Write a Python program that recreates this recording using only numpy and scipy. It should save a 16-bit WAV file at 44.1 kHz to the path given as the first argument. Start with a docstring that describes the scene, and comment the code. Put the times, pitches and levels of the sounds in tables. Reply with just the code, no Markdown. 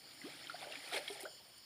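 """Water dribbles and plops, then splashes: a few metres away, a hand net is lifted out of a muddy pond
and plunged back in. Trapped air rings as rising bubbles over a low gurgle and slosh. Thrown water
patters and fizzes, and single drops tick and smack on the surface. Behind it are soft outdoor air
and insects hissing steadily in the plants of the bank, which returns a faint echo of the water."""
import sys
import numpy as np
from scipy import signal
from scipy.fft import rfft, irfft, next_fast_len
from scipy.io import wavfile
from scipy.ndimage import map_coordinates

SR = 44100
rng = np.random.default_rng(int(sys.argv[2]) if len(sys.argv) > 2 else 0)


def pcm_store(signal):
    """Save signal as 16-bit PCM."""
    levels = np.round(np.clip(np.atleast_2d(signal), -1, 1) * 32767)
    wavfile.write(sys.argv[1], SR, levels.astype(np.int16).T)


N = 72765

# Tone of the outdoor air. Each row: frequency in Hz, relative level in dB.
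AIR_SPECTRUM = [(25, -44), (60, -4), (110, -1), (750, -7.5), (1000, -5), (3100, -8.5), (6200, -15.5),
                (8000, -16.5), (9300, -10), (12500, -14), (15300, -8.5)]
# Voices of the insect chorus. Each row: centre in Hz, half width in Hz, level in dB.
INSECT_BANDS = [(3145, 310, -69.5), (4573, 390, -65.5), (5206, 314, -66), (7063, 240, -72.5),
                (9140, 540, -73.5)]
# Swell of the whole chorus. Each row: time in seconds, gain in dB.
INSECT_SWELL = [(0, 1), (.3, 2), (1.37, 2.5), (1.47, -3), (1.57, 1), (1.65, -2)]
# Low wash of displaced water. Each row: time in seconds, level in dB.
SLOSH_LEVELS = [(0, -80.5), (.27, -70.5), (.66, -73), (.85, -78), (.95, -72.5), (1.4, -85)]
# Hollow tone of that wash. Each row: centre in Hz, half width in Hz, gain in dB.
SLOSH_BANDS = [(150, 30.5, -1.5), (308, 58, 2.5)]
# Underwater churning, water falling from or thrown by the net, and fine spray with bursting foam.
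# Each row: time in seconds, level in dB.
GURGLE_LEVELS = [(0, -70.5), (.22, -74.5), (.28, -59), (.34, -67.5), (.58, -68), (.635, -55), (.72, -57.5),
                 (.82, -67), (.88, -59.5), (.91, -65.5), (.94, -45.5), (1.01, -54.5), (1.06, -67),
                 (1.14, -60), (1.25, -54.5), (1.3, -67), (1.65, -79.5)]
PATTER_LEVELS = [(0, -67.5), (.115, -63.5), (.2, -65), (.25, -55), (.33, -57), (.59, -56.5), (.625, -51.5),
                 (.695, -59), (.72, -52), (.81, -56), (.88, -53), (.912, -52.5), (.936, -42), (.978, -42),
                 (1.0, -57), (1.06, -53.5), (1.11, -55.5), (1.23, -55), (1.29, -71.5), (1.65, -71.5)]
SPRAY_LEVELS = [(0, -75.5), (.25, -64.5), (.56, -68), (.62, -61.5), (.69, -68.5), (.86, -60.5),
                (.922, -58.5), (.94, -48.5), (.975, -48.5), (1.0, -60), (1.06, -62.5), (1.13, -55),
                (1.19, -68), (1.215, -52.5), (1.27, -82), (1.65, -86)]
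# Tone of the gurgle, the patter, the spray (and ticking drops), and the heavy drops.
# Each row: frequency in Hz, relative level in dB.
GURGLE_SPECTRUM = [(200, -18.5), (420, -7.5), (680, 1.5), (840, 1.5), (1000, -7), (2500, -71)]
PATTER_SPECTRUM = [(300, -48.5), (800, 6), (1080, -11), (1400, -6.5), (1700, -4), (2250, 2.5), (2700, -4),
                   (3300, 2.5), (4400, 0), (5300, -12), (6200, -6.5), (15000, -84)]
SPRAY_SPECTRUM = [(2500, -48), (5000, -0.5), (6500, -16), (7800, -6.5), (9300, 3.5), (10300, 0),
                  (12200, -9), (15300, -10)]
SPLAT_SPECTRUM = [(900, -22.5), (1900, -4), (4100, 0), (7000, -30)]
# Light drops ticking and heavy drops smacking the pond. Each row: start in seconds, peak level in dB.
LIGHT_DROPS = [(.606, -49), (0.7223, -45), (.888, -40.5), (1.2053, -39), (1.2105, -40), (1.231, -38.5),
               (1.579, -49)]
HEAVY_DROPS = [(.114, -49), (.4972, -43), (.7535, -45), (1.079, -36.5), (1.0835, -40)]
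# Large single bubbles. Each row: start in seconds, starting pitch in Hz, gain in dB,
# life in seconds, rise in octaves per second.
LARGE_BUBBLES = [(.2155, 2060, -47, .016, 0), (.239, 232, -42.5, .108, 25.5), (.4698, 3130, -41.5, .014, 0),
                 (.497, 1345, -36, .019, 8), (.543, 680, -38.5, .028, 8), (.552, 1400, -50, .03, 25),
                 (.6175, 690, -43, .013, 10), (.626, 750, -43.5, .025, 3), (.644, 1480, -47, .02, 5),
                 (.6665, 570, -45, .045, 4), (.7035, 570, -45, .035, 18), (.7222, 2720, -39.5, .016, 4),
                 (.7555, 2280, -37, .01, 10), (.767, 265, -55, .08, 3), (.8754, 2430, -45, .014, 5),
                 (.922, 715, -41, .035, 2), (.930, 2020, -40, .022, 5), (.938, 390, -40, .055, 5),
                 (.942, 3300, -38, .018, 0), (.948, 2350, -36, .012, 5), (.9585, 2100, -39, .02, 8),
                 (.9705, 590, -37, .035, 3), (.9792, 4300, -37, .009, 0), (.993, 550, -46, .07, 6),
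                 (1.0787, 3220, -34, .014, 0), (1.080, 2190, -46, .045, 0), (1.099, 720, -45, .025, 0),
                 (1.0995, 395, -42.5, .068, 1.5), (1.232, 345, -41.5, .042, 14),
                 (1.2533, 1370, -41, .03, 17), (1.254, 560, -43, .055, 15)]


def amp(db):
    """Decibels to gain."""
    return 10 ** (np.asarray(db) / 20)


def unit_rms(x):
    """Scale to rms 1."""
    return x / np.sqrt(np.mean(x ** 2) + 1e-20)


def fade(t, t60):
    """Exponential decay, down 60 dB at t60."""
    return np.exp(-np.log(1000) * t / t60)


def fader(rows):
    """Gain per sample, riding through rows of seconds and dB."""
    return amp(np.interp(np.arange(N) / SR, *np.transpose(rows)))


def wobble(knots_per_s):
    """A smooth curve through a loop of random knots."""
    return map_coordinates(rng.standard_normal(200), [np.arange(N) * knots_per_s / SR], mode="wrap")


def filtered(x, response):
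    """Filter x by a gain given as a function of Hz."""
    size = next_fast_len(len(x) + SR // 2)
    return irfft(rfft(x, size) * response(np.fft.rfftfreq(size, 1 / SR)), size)[:len(x)]


def coloured(x, spectrum):
    """Equalise x to rms 1, with minimum phase so that attacks stay crisp."""
    points_hz, points_db = np.transpose(spectrum)

    def response(hz):
        gain = amp(np.interp(np.log(hz + 1), np.log(points_hz), points_db))
        cepstrum = irfft(np.log(gain))
        cepstrum[1:len(cepstrum) // 2] *= 2
        cepstrum[len(cepstrum) // 2 + 1:] = 0
        return np.exp(rfft(cepstrum))
    return unit_rms(filtered(x, response))


def noise_band(centre, half_width):
    """A narrow band of noise at rms 1."""
    noise = rng.standard_normal(N)
    return unit_rms(filtered(noise, lambda hz: 1 / (1 + ((hz - centre) / half_width) ** 4)))


def add(track, start_s, sound):
    """Mix a sound in at its start time."""
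    part = track[max(0, round(start_s * SR)):][:len(sound)]
    part += sound[:len(part)]


def bubble_shower(per_s, low_hz, high_hz, cycles, spread_db, rise, samples):
    """A steady shower of small bubbles at rms 1, each ringing for some cycles and bending upward."""
    when, pitch, strength = rng.random((int(per_s * N / SR), 3)).T[:, :, None]
    hz = low_hz * (high_hz / low_hz) ** pitch
    t, life = np.arange(samples) / SR, cycles / hz
    glide = 1 + rise * np.minimum(t / life, 1)
    envelope = fade(t, life) * (1 - np.exp(-2 * hz * t))
    rings = amp(spread_db * strength) * envelope * np.sin(2 * np.pi * hz * t * glide)
    positions = (when * N).astype(int) + np.arange(samples)
    return unit_rms(np.bincount(positions.ravel(), rings.ravel(), N)[:N])


def outdoor_air(level_db=-64):
    """A soft, even bed of broad noise."""
    return amp(level_db) * coloured(rng.standard_normal(N), AIR_SPECTRUM)


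def insects(flutter_db=2.3, flutter_per_s=34.96):
    """A distant chorus: narrow bands of hiss that swell together while each flutters on its own."""
    voices = sum(amp(db + flutter_db * wobble(flutter_per_s)) * noise_band(centre, half_width)
                 for centre, half_width, db in INSECT_BANDS)
    return fader(INSECT_SWELL) * voices


def bank_echo(water, gain_db=-16, delay_s=.017, t60_s=.15):
    """The overgrown bank throws back one weak reflection and a short, diffuse tail."""
    t = np.arange(SR // 3) / SR
    echo = rng.standard_normal(len(t)) * fade(t, t60_s) * (t > delay_s)
    echo /= np.linalg.norm(echo)
    echo[round(delay_s * SR)] += 1  # the reflection carries as much energy as the tail
    return amp(gain_db) * signal.fftconvolve(water, echo)[:N]


def slosh():
    """Displaced water washes with a low, hollow sound."""
    wash = sum(amp(db) * noise_band(centre, half_width) for centre, half_width, db in SLOSH_BANDS)
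    return fader(SLOSH_LEVELS) * wash


def gurgle():
    """The net stirs up a crowd of low, short-lived bubbles under the surface."""
    crowd = bubble_shower(per_s=500, low_hz=300, high_hz=900,
                          cycles=14, spread_db=10, rise=.2, samples=2200)
    return fader(GURGLE_LEVELS) * coloured(crowd, GURGLE_SPECTRUM)


def drops(rows, spectrum, t60_s):
    """Each falling drop hits the surface with a short burst of noise."""
    track, t = np.zeros(N), np.arange(SR // 30) / SR
    for start, db in rows:
        crack = coloured(rng.standard_normal(len(t)) * fade(t, t60_s), spectrum)
        add(track, start, amp(db) * crack / np.abs(crack).max())
    return track


def splash(wash_db=-3, mist_db=-1.5):
    """Thrown water: a patter of small bubbles and a fizz of tiny pitched droplets, each on smooth noise."""
    patter = bubble_shower(per_s=1800, low_hz=1104, high_hz=5426,
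                           cycles=30, spread_db=11.5, rise=.11, samples=1200)
    spray = bubble_shower(per_s=1800, low_hz=5000, high_hz=13700,
                          cycles=36, spread_db=12, rise=.05, samples=320)
    patter = coloured(patter + amp(wash_db) * rng.standard_normal(N), PATTER_SPECTRUM)
    spray = coloured(spray + amp(mist_db) * rng.standard_normal(N), SPRAY_SPECTRUM)
    return fader(PATTER_LEVELS) * patter + fader(SPRAY_LEVELS) * spray


def large_bubbles(attack_cycles=1.1, slap_db=-10, slap_t60_s=.04):
    """Each air pocket closes with a noisy slap and rings; most glide up as they near the surface."""
    track, t = np.zeros(N), np.arange(SR // 8) / SR
    for start, hz, db, life, rise in LARGE_BUBBLES:
        unsteadiness = (1000 / hz) ** .3  # bigger, lower bubbles are less steady
        waver_octaves = .03 * unsteadiness * wobble(knots_per_s=250)[:len(t)]  # the bubble deforms
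        pitch = hz * 2 ** (rise * t + waver_octaves)
        decay = fade((t / life) ** 2, .93)  # dies away ever faster
        ring = np.sin(2 * np.pi * np.cumsum(pitch) / SR) * decay
        slap_octaves = .6 * unsteadiness  # width of the noise around the starting pitch
        noise = rng.standard_normal(len(t))
        noise = filtered(noise, lambda f: np.exp(-(np.log2((f + 1) / hz) / slap_octaves) ** 2))
        slap = amp(slap_db) * unit_rms(noise) * fade(t, slap_t60_s)
        attack = 1 - np.exp(-t * hz / attack_cycles)
        add(track, start, amp(db) * attack * (ring + slap))
    return track


def scene():
    """The water and its echo over insects and outdoor air, in mono."""
    ticks = drops(LIGHT_DROPS, SPRAY_SPECTRUM, t60_s=.016)
    splats = drops(HEAVY_DROPS, SPLAT_SPECTRUM, t60_s=.035)
    water = large_bubbles() + ticks + splats + splash() + gurgle() + slosh()
    return (outdoor_air() + water + bank_echo(water) + insects())[None]


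def record(dry, cutoff_hz=15550):
    """A brick-wall low-pass takes off the very top of the mix."""
    return np.array([filtered(channel, lambda hz: hz < cutoff_hz) for channel in dry])


dry = scene()
out = record(dry)
pcm_store(out)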